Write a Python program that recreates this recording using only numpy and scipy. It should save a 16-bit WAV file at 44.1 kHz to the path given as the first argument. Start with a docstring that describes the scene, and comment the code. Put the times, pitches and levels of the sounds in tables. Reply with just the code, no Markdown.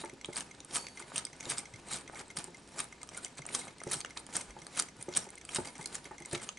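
"""Close microphone on an open tape machine in a small, quiet room. From the start a finger turns the
small plastic gears, push after push: the teeth drag, the hand knocks the hollow chassis, a light pawl
ticks at uneven steps, and teeth snap and rasp as each push takes hold. Just before one second a small
metal part rings on, once. Dull taps and soft thuds join in, the fingertip squeaks about halfway,
and the sharpest snap comes a little after five seconds."""
import sys
import numpy as np
from scipy import signal
from scipy.fft import rfft, irfft, next_fast_len
from scipy.io import wavfile

SR = 44100
rng = np.random.default_rng(int(sys.argv[2]) if len(sys.argv) > 2 else 0)


def generate_wav(signal):
    """Clip the signal to [-1, 1] and save it as 16-bit WAV at the path in sys.argv[1]."""
    frames = np.transpose(np.atleast_2d(signal))
    scaled = np.clip(frames, -1, 1) * 32767
    pcm = np.round(scaled).astype(np.int16)
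    wavfile.write(sys.argv[1], SR, pcm)


N = 290261
TIME = np.arange(N) / SR
TOOTH_HZ = 8570  # the teeth ring near this pitch
# resonances of a plastic wheel: pitch_hz, width_hz, level_db
WHEEL_MODES = [(3100, 290, -4), (3730, 1130, -2), (4880, 1970, 1.5), (6290, 230, 0.5), (7220, 710, -2.5)]
# resonances of the frame that holds the wheels: pitch_hz, width_hz, level_db
FRAME_MODES = [(794, 780, -10), (940, 230, -4.5), (1255, 112, 4), (1664, 260, -1.5), (2170, 640, 0)]


def undb(db):
    """Decibels to gain."""
    return 10 ** (np.asarray(db) / 20)


def unit(x):
    """Scale to rms 1."""
    return x / np.sqrt(np.mean(x ** 2))


def burst(x, seconds):
    """Scale a short sound to the energy of rms 1 held for that long."""
    return x * np.sqrt(seconds * SR / np.sum(x ** 2))


def add(out, start_s, x):
    """Mix x into out from start_s on."""
    i = max(int(start_s * SR), 0)
    out[i:i + len(x)] += x[:max(N - i, 0)]


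def colour(x, points):
    """Filter by a curve through points of frequency_hz, gain_db."""
    hz, db = np.transpose(points)
    size = next_fast_len(len(x) + 2048)
    bins_hz = np.maximum(np.fft.rfftfreq(size, 1 / SR), 1)
    gain = undb(np.interp(np.log(bins_hz), np.log(hz), db))
    return irfft(rfft(x, size) * gain, size)[:len(x)]


def walk(rate_hz):
    """A random value that wanders about rate_hz times a second."""
    return np.interp(TIME * rate_hz, np.arange(4096), rng.standard_normal(4096))


def contact(length_s, chatter):
    """One blow followed by a brief chatter of the two surfaces."""
    count = max(int(length_s * SR), 8)
    force = chatter * rng.standard_normal(count) * np.sqrt(np.linspace(2, 0, count) / count)
    force[0] += 1
    return force


def ring(force, modes, detune=0., scatter_db=0., rise_s=.0001, size=768):
    """Drive damped resonances that build up briefly; the point of contact shifts pitch and balance."""
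    hz, width, db = np.transpose(modes)[:, :, None]
    t = np.arange(size) / SR
    shift, weight, phase = rng.standard_normal((3, len(modes), 1))
    swing = np.sin(2 * np.pi * (hz * (1 + detune * shift) * t + phase))
    partials = width * undb(db + scatter_db * weight) * np.exp(-np.pi * width * t) * swing
    return np.convolve(force, partials.sum(0) * (1 - np.exp(-t / rise_s)))


def tooth(hz):
    """The modes of a gear tooth of that pitch."""
    # tooth resonances: pitch_ratio, width_hz, level_db
    modes = [(.83, 543, -1), (0.999, 380, 11), (1.07, 453, -2.5), (1.2, 895, -1.5)]
    return [(hz * ratio, width, db) for ratio, width, db in modes]


def pressure_db(release_db=20.5, rest_db=-68):
    """Each push of the finger swells and lets go, evenly in dB; in between it rests on the wheel."""
    # pushes and lighter touches: peak_s, level_db, rise_s, fall_s (each slope spans release_db)
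    pushes = [(.005, -46, .05, .08), (.385, -44, .09, .08), (0.757, -36, .055, .08), (1.01, -51, .12, .06),
              (1.175, -42, .11, .065), (1.515, -40, .11, .1), (1.595, -49, .04, 0.056), (1.79, -60, .2, .1),
              (1.932, -37, .06, .08), (2.195, -51, .09, .07), (2.308, -53, .012, .025),
              (2.376, -44, .015, .11), (2.745, -48, .03, .08), (2.8, -42, .07, .065),
              (3.175, -52, .09, .07), (3.241, -49, .04, .09), (3.55, -40, .075, .14), (3.93, -39, .06, .08),
              (4.178, -51, .015, .05), (4.365, -38, .055, .09), (4.49, -59, .08, .25),
              (4.795, -38.5, .085, .065), (5.015, -55, .06, .05), (5.168, -38.5, .05, .085),
              (5.562, -41, .085, .05), (5.655, -44, .06, .09), (5.799, -52, .07, .13),
              (5.955, -45, .08, .05), (6.062, -51, .03, .04), (6.335, -42, .06, .065),
              (6.435, -47, .06, .09)]
    power = undb(rest_db) ** 2
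    for peak_s, db, rise_s, fall_s in pushes:
        away = np.maximum((peak_s - TIME) / rise_s, (TIME - peak_s) / fall_s)
        power = power + undb(db - release_db * away) ** 2
    return 10 * np.log10(power)


def moments(count, crowding):
    """Random times that crowd together where the finger presses harder."""
    chance = np.cumsum(undb(crowding * pressure_db()))
    return np.interp(rng.random(count), chance / chance[-1], TIME)


def slips(rate_hz, spread_db):
    """Stick-slip: tiny impulses at random moments, a few much larger than the rest."""
    when, size, sign = rng.random((3, N))
    strength = undb(spread_db * np.minimum(-np.log(1 - size), 4))
    return (when < rate_hz / SR) * strength * np.sign(sign - .5)


def room_tone(level_db=-59.5, side_db=-14, hum_hz=59.6, hum_db=-73, waver_db=3.0):
    """Steady room noise, nearly the same on both sides, with a faint hum that wavers."""
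    # spectrum of the quiet room: frequency_hz, gain_db
    spectrum = [(20, -4), (60, 2), (130, 6), (280, 7.5), (500, 1), (1000, -14), (2000, -12), (4000, -8.5),
                (8500, -13.5), (11000, -35)]
    mid = unit(colour(rng.standard_normal(N), spectrum))
    side = colour(rng.standard_normal(N), spectrum)
    side = unit(colour(side, [(250, -26), (600, -18)]))
    hum = undb(hum_db + waver_db * walk(4.6)) * unit(np.sin(2 * np.pi * hum_hz * TIME))
    return undb(level_db) * (mid + undb(side_db) * side * np.array([[1], [-1]])) + hum


def drag(flutter_db=2.9, shimmer_db=3, ring_db=-5, ring_q=14, hiss_db=-0.5):
    """Plastic slides in dense slips that hiss, rumble in the frame and keep the teeth faintly ringing."""
    # friction hiss at the teeth: frequency_hz, gain_db
    hiss_spectrum = [(1800, -28), (2900, -4.5), (4000, 1), (4700, 0), (5900, -1.5), (6500, -2), (7100, 7),
                     (7700, -2), (8600, -1), (9200, -4), (9800, 0.5), (11000, -3)]
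    # friction carried through the frame: frequency_hz, gain_db
    frame_spectrum = [(50, -14.5), (140, 2), (350, 0), (650, -3.5), (900, -1), (1350, -6), (1800, -6),
                      (2400, -8.5), (3000, -15), (4500, -56)]
    # rings that sliding keeps alive: pitch_hz, level_db
    slide_rings = [(3900, -10), (5600, -5), (8500, 1.5), (9050, -1)]
    pressure = pressure_db()
    friction = slips(rate_hz=9000, spread_db=3.6) * undb(flutter_db * walk(110))
    teeth = unit(colour(friction, hiss_spectrum))
    for hz, db in slide_rings:
        band = signal.lfilter(*signal.iirpeak(hz, ring_q, SR), friction)
        # each ring comes and goes as the contact moves round the wheel
        teeth = teeth + undb(ring_db + db) * unit(band * walk(30) * undb(shimmer_db * walk(10)))
    frame = unit(colour(friction, frame_spectrum))
    # the frame answers more evenly than the teeth; a normal push is -41.5 dB
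    frame_db = -47 + 0.55 * (pressure + 41.5)
    return unit(teeth) * undb(pressure + hiss_db) + frame * undb(frame_db)


def knocks(rap_gain_db=1.0, clatter_db=-8, clatter_t60_s=0.1):
    """The hollow chassis booms under a soft bump and raps under a harder one; loose parts clatter."""
    # bumps on the chassis: start_s, boom_db, rap_db
    bumps = [(0.037, -43, -43.5), (.13, -50, -66), (.284, -41, -54), (1.012, -52.5, -56), (1.467, -45, -68),
             (2.134, -58, -51), (2.204, -48.5, -52.5), (2.48, -51, -57), (3.388, -55.5, -59),
             (3.867, -38, -52.5), (3.965, -51, -62), (4.565, -53, -50), (5.083, -37, -51),
             (5.266, -49.5, -55), (5.583, -33, -41.5), (5.792, -54, -50), (6.11, -50.5, -46.5),
             (6.207, -49, -55), (6.331, -34.5, -52), (6.353, -50, -55)]
    # low chassis resonances: pitch_hz, width_hz, level_db
    boom_modes = [(143, 40, -4.5), (254.5, 26, -9.5), (358.7, 16.4, 5.5), (421, 25, -2.5), (573, 26, -8.5)]
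    # higher chassis resonances: pitch_hz, width_hz, level_db
    rap_modes = [(600, 32, -6.5), (820, 59, 3.5), (870, 64, 7.5), (1215, 41, -6.5), (1392, 36, -9),
                 (1800, 90, -11)]
    out, t = np.zeros(N), TIME[:SR // 6]
    envelope = undb(-60 * t / clatter_t60_s) * np.minimum(t / 0.00092, 1)
    for start_s, boom_db, rap_db in bumps:
        for modes, db in (boom_modes, boom_db), (rap_modes, rap_db + rap_gain_db):
            force = contact(0.0038, chatter=0.24)
            chassis = ring(force, modes, detune=0.025, scatter_db=0.5, rise_s=0.002, size=6144)
            low, high = modes[0][0], modes[-1][0]
            band = [(low / 2, -20), (low, 0), (high, 0), (2 * high, -22), (4 * high, -50)]
            clatter = colour(rng.standard_normal(len(t)), band) * envelope
            add(out, start_s, burst(chassis, 0.013) * undb(db))
            add(out, start_s, burst(clatter, 0.014) * undb(db + clatter_db))
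    return out


def pawl(level_db=-53, spread_db=0.85, bounce_s=.0019, bounce=0.91, click_db=-10):
    """A sprung pawl drops with a light tick and a quick bounce; the wheel under it gives a dull click."""
    # drops that stand clear in the lulls: start_s
    drops = [.057, .096, .212, .328, .511, 0.884, .973, 1.023, 1.267, 1.33, 1.402, 1.428, 1.655, 1.738,
             1.759, 2.077, 2.156, 2.302, 2.545, 2.925, 3.015, 3.146, 3.263, 3.384, 3.419, 3.680, 3.802,
             3.874, 4.059, 4.106, 4.327, 4.506, 4.618, 4.749, 4.886, 5.011, 5.088, 5.125, 5.289, 5.377,
             5.413, 5.648, 5.685, 5.754, 5.812, 5.841, 6.054, 6.181, 6.202, 6.221, 6.250, 6.377, 6.398,
             6.572]
    # pawl resonances: pitch_hz, width_hz, level_db
    modes = [(2112, 62, -1), (2230, 150, -13), (3340, 69, -16.5), (4140, 130, -20), (5970, 330, -12),
             (6300, 61, -12), (7300, 220, -20.5), (7940, 240, -16), (8500, 220, -19), (9100, 200, -26),
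             (10020, 110, -18)]
    out = np.zeros(N)
    for start_s in np.concatenate([drops, moments(count=10, crowding=1.3)]):
        db = level_db + spread_db * rng.standard_normal()
        for delay_s, share in (0, 1), (bounce_s * rng.uniform(0.695, 1.3), bounce):
            tick = ring(contact(0.0011, chatter=0.45), modes, detune=0.013, scatter_db=0.2, size=1024)
            click = ring(contact(0.0013, chatter=1.1), WHEEL_MODES + FRAME_MODES, detune=0.064)
            add(out, start_s + delay_s, share * burst(tick, 0.011) * undb(db))
            add(out, start_s + delay_s, share * burst(click, 0.0064) * undb(db + click_db))
    return out


def catches(count=110, crowding=1.1, level_db=-46, spread_db=3):
    """Teeth catch lightly and crackle at random, mostly while the finger pushes."""
    out, modes = np.zeros(N), WHEEL_MODES + tooth(TOOTH_HZ)
    for start_s, size in zip(moments(count, crowding), rng.standard_normal(count)):
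        click = ring(contact(0.0015, chatter=1.7), modes, detune=0.056, scatter_db=2.5)
        add(out, start_s, burst(click, 0.002) * undb(level_db + spread_db * min(size, 2)))
    return out


def backlash(count=65, level_db=-56, spread_db=3):
    """Loose wheels tick faintly against each other at any moment."""
    out, modes = np.zeros(N), WHEEL_MODES + tooth(hz=8700)
    for start_s, size in zip(rng.uniform(0, N / SR, count), rng.standard_normal(count)):
        tick = ring(contact(0.0013, chatter=0.31), modes, detune=0.1, scatter_db=-5)
        add(out, start_s, burst(tick, 0.0028) * undb(level_db + spread_db * min(size, 2)))
    return out


def snaps(tooth_scatter=0.013, lead_width_hz=340, lead_db=6, frame_gain_db=-1):
    """A tooth springs free and rings high, one mode of its wheel leads the crack, the frame clacks."""
    # the loudest teeth snapping free: start_s, tooth_db, wheel_db, lead_hz, frame_db
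    releases = [(.246, -49.5, -35, 3570, -43), (0.2572, -41, -49, 4030, -50),
                (.3593, -50, -36.5, 4530, -62), (0.3672, -31.5, -46, 4130, -53),
                (0.407, -37, -37, 6870, -45), (0.6474, -43.5, -54, 7300, -56),
                (0.7493, -31, -38, 7000, -59), (.757, -33, -37, 3200, -50),
                (0.8672, -70, -39.5, 3000, -42.5), (1.1589, -32, -33, 2960, -48),
                (1.1625, -31, -36, 6900, -53), (1.1796, -26.5, -30.5, 6215, -41),
                (1.251, -31.5, -35, 4860, -67), (1.407, -45, -39.5, 7040, -44),
                (1.4547, -54, -39.5, 3840, -45), (1.501, -33, -36, 6050, -49),
                (1.582, -29, -34.5, 5040, -49), (1.9332, -35, -33, 6940, -54),
                (2.3868, -34.5, -40, 7060, -61), (2.4421, -36, -47, 5070, -69),
                (2.7906, -33, -35.5, 5600, -40), (2.8025, -27, -44, 3870, -47),
                (3.0312, -38.5, -44, 6908, -46.5), (3.09, -47, -43, 5424, -48),
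                (3.1743, -35.5, -51, 6014, -48), (3.247, -38, -34.5, 5750, -68),
                (3.454, -58, -45, 3100, -44), (3.4643, -35, -52, 7160, -65), (3.489, -57, -44, 3001, -41),
                (3.549, -27, -27.5, 5440, -38), (3.8359, -38.5, -45, 6147, -43.5),
                (4.005, -38.5, -36.5, 6760, -49), (4.012, -47, -38.5, 5000, -46),
                (4.0474, -48, -37.5, 2880, -39), (4.1735, -66, -34.5, 3603, -58),
                (4.3659, -23.5, -36, 7118, -39.5), (4.411, -39, -40.5, 6204, -62),
                (4.6672, -42, -43.5, 4543, -45), (4.7926, -31, -30, 6242, -42),
                (4.7981, -23, -26, 7005, -40), (4.8224, -35, -31.5, 6910, -55),
                (5.026, -35, -45, 6720, -70), (5.138, -59, -38.5, 4534, -56), (5.15, -47, -37.5, 5480, -64),
                (5.166, -26, -41, 5506, -38), (5.1717, -17.5, -38, 6960, -42),
                (5.4508, -42.5, -50, 4650, -54), (5.4905, -58, -40.5, 3070, -43),
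                (5.547, -27.5, -42, 6815, -59), (5.5681, -38, -36, 4903, -39),
                (5.6734, -46, -41.5, 5070, -53), (5.8584, -33, -35, 4288, -44.5),
                (5.953, -33, -42, 7045, -41), (6.258, -38, -48, 4105, -52), (6.33, -33.5, -50, 4106, -50),
                (6.349, -53, -34, 3980, -53), (6.4898, -48, -32, 3270, -40)]
    out = np.zeros(N)
    for start_s, tooth_db, wheel_db, lead_hz, frame_db in releases:
        force = contact(0.00227, chatter=1.46)
        tip = tooth(TOOTH_HZ * (1 + tooth_scatter * rng.standard_normal()))
        wheel = WHEEL_MODES + [(lead_hz, lead_width_hz, lead_db)]
        for modes, db in (tip, tooth_db), (wheel, wheel_db), (FRAME_MODES, frame_db + frame_gain_db):
            part = ring(force, modes, detune=0.014, scatter_db=1.5, rise_s=0.00022)
            add(out, start_s, burst(part, 0.0022) * undb(db))
    return out


def rasps(teeth_per_s=230, slip_s=.0035, spread_db=2.5, frame_gain_db=-1):
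    """A push gives way: several teeth skip past each other in a swelling run, each with its own ring."""
    # bell-shaped runs of slipping teeth: middle_s, half_width_s, teeth_db, frame_db
    runs = [(.377, .016, -40, -44.5), (0.762, 0.013, -35, -40), (1.003, 0.0091, -49, -48),
            (1.187, 0.0084, -40, -46), (1.503, 0.0074, -34, -46), (1.517, 0.0048, -38, -39.5),
            (1.583, 0.0078, -39, -49), (1.915, .005, -39.5, -42), (1.945, 0.013, -40.5, -48.5),
            (2.174, .013, -53.5, -50), (2.202, 0.0085, -48.5, -49.5), (2.372, 0.0046, -35, -45.5),
            (2.796, .011, -40, -41.5), (3.172, .008, -47, -53), (3.381, .0064, -46, -50),
            (3.552, .005, -34.5, -40.5), (3.917, .004, -33, -41), (3.934, 0.0072, -32, -41.5),
            (4.173, .005, -53.5, -42.5), (4.356, .01, -38, -45.5), (4.775, 0.0051, -38.5, -39),
            (4.794, .008, -32.5, -38), (5.169, 0.0068, -34, -41.5), (5.559, 0.0077, -33, -39),
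            (5.953, 0.0075, -41, -50.5), (6.333, 0.0041, -43, -45), (6.353, 0.0052, -44, -40),
            (6.437, 0.0081, -46, -53)]
    out = np.zeros(N)
    for middle_s, half_width_s, teeth_db, frame_db in runs:
        reach_s = 2 * half_width_s
        teeth, frame = np.zeros((2, SR // 4))
        for offset_s in np.arange(-reach_s, reach_s, 1 / teeth_per_s):
            swell = np.exp(-.5 * (offset_s / half_width_s) ** 2)
            force = contact(slip_s, chatter=2.4) * swell * undb(spread_db * rng.standard_normal())
            at_s = offset_s + reach_s + rng.uniform(0, .5) / teeth_per_s
            add(teeth, at_s, ring(force, WHEEL_MODES + tooth(TOOTH_HZ), detune=0.06, scatter_db=4))
            add(frame, at_s, ring(force, FRAME_MODES, detune=0.064, scatter_db=1.5))
        start_s = middle_s - reach_s - slip_s / 2
        add(out, start_s, burst(teeth, reach_s) * undb(teeth_db))
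        add(out, start_s, burst(frame, reach_s) * undb(frame_db + frame_gain_db))
    return out


def ping(start_s=.778, level_db=-48):
    """A small metal part is set ringing; a close pair of modes beats as it dies away."""
    # modes of the metal part: pitch_hz, t60_s, level_db
    modes = [(4480, 0.58, -1.5), (4520, 0.6, -.5), (6384, 0.6, -13), (6500, 0.69, -8), (6900, 0.37, -14),
             (10770, 0.49, -4)]
    out, t = np.zeros(N), TIME[:SR]
    metal = sum(undb(db - 60 * t / t60_s) * np.sin(2 * np.pi * hz * t) for hz, t60_s, db in modes)
    add(out, start_s, undb(level_db) * metal)
    return out


def taps():
    """Damped by the finger, these blows hardly ring."""
    # dull, dry taps: start_s, level_db
    blows = [(1.1195, -41.5), (2.0977, -42.5), (3.254, -49), (3.392, -46.5), (3.5042, -47), (3.671, -45.5),
             (3.8167, -42.5), (4.0483, -40), (4.2895, -54), (6.1473, -56)]
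    out = np.zeros(N)
    for start_s, db in blows:
        tap = ring(contact(0.00047, chatter=0.46), [(520, 520, 0), (1080, 560, -2.2)], detune=0.038)
        dulled = colour(tap, [(1900, 4), (3500, -20)])
        add(out, start_s, burst(dulled, 0.0036) * undb(db))
    return out


def thuds(damping=0.23):
    """Under the hand, the heavy body rocks for a few cycles on its feet."""
    # soft thuds of the body: start_s, pitch_hz, level_db
    nudges = [(1.736, 110, -52), (2.378, 152.4, -51), (3.396, 148.8, -50), (3.955, 150, -49),
              (4.48, 47.5, -56.5), (4.99, 131, -53), (5.176, 124, -53), (5.606, 91, -54.5),
              (5.792, 156, -50), (6.353, 128, -46.5)]
    out = np.zeros(N)
    for start_s, hz, db in nudges:
        rocking = ring([1.], [(hz, damping * hz, 0)], rise_s=1 / hz, size=8192)
        add(out, start_s, burst(rocking, 3 / hz) * undb(db))
    return out


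def squeak(start_s=3.166, length_s=.036, pitch_hz=1390, level_db=-51, waver=.07):
    """The fingertip's slips on the plastic fall into step and give a short, unsteady tone."""
    out, count = np.zeros(N), int(length_s * SR)
    hz = pitch_hz * (1 + waver * walk(400)[:count])
    tone = np.hanning(count) * np.sin(2 * np.pi * np.cumsum(hz) / SR)
    add(out, start_s, burst(tone, length_s / 2) * undb(level_db))
    return out


def room(x, casing_db=-13, casing_t60_s=0.044, walls_db=-14, walls_t60_s=0.24):
    """Quick echoes from the casing reach the microphone first, then a short, duller tail off the walls."""
    t = TIME[:SR // 2]
    casing, walls = rng.standard_normal((2, len(t)))
    casing = casing * undb(-60 * t / casing_t60_s) * (t > .001)
    walls = colour(walls, [(200, 18.0), (3000, 0.5), (10000, 3)])
    walls = walls * undb(-60 * t / walls_t60_s) * (t > .007)
    echoes = undb(casing_db) * casing / np.linalg.norm(casing)
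    echoes += undb(walls_db) * walls / np.linalg.norm(walls)
    echoes = colour(echoes, [(330, -12.5), (520, 0.5), (4000, 6.5), (8500, 0)])
    return signal.fftconvolve(x, echoes)[:N]


def place(x, pan_db):
    """Direct sound plus separate echoes on each side of the microphone; pan_db is left minus right."""
    return np.array([(x + room(x)) * undb(side * pan_db / 2) for side in (1, -1)])


def scene():
    """The machine sits close to the stereo microphone, almost straight ahead, over the room tone."""
    gears = drag() + rasps() + snaps() + catches() + backlash() + pawl()
    machine = gears + knocks() + thuds() + taps() + squeak() + ping()
    return place(machine, pan_db=-0.4) + room_tone()


def record(dry):
    """The recorder cuts the treble steeply above 11.1 kHz."""
    return signal.sosfilt(signal.ellip(10, .2, 70, 11100, fs=SR, output="sos"), dry)


dry = scene()
out = record(dry)
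generate_wav(out)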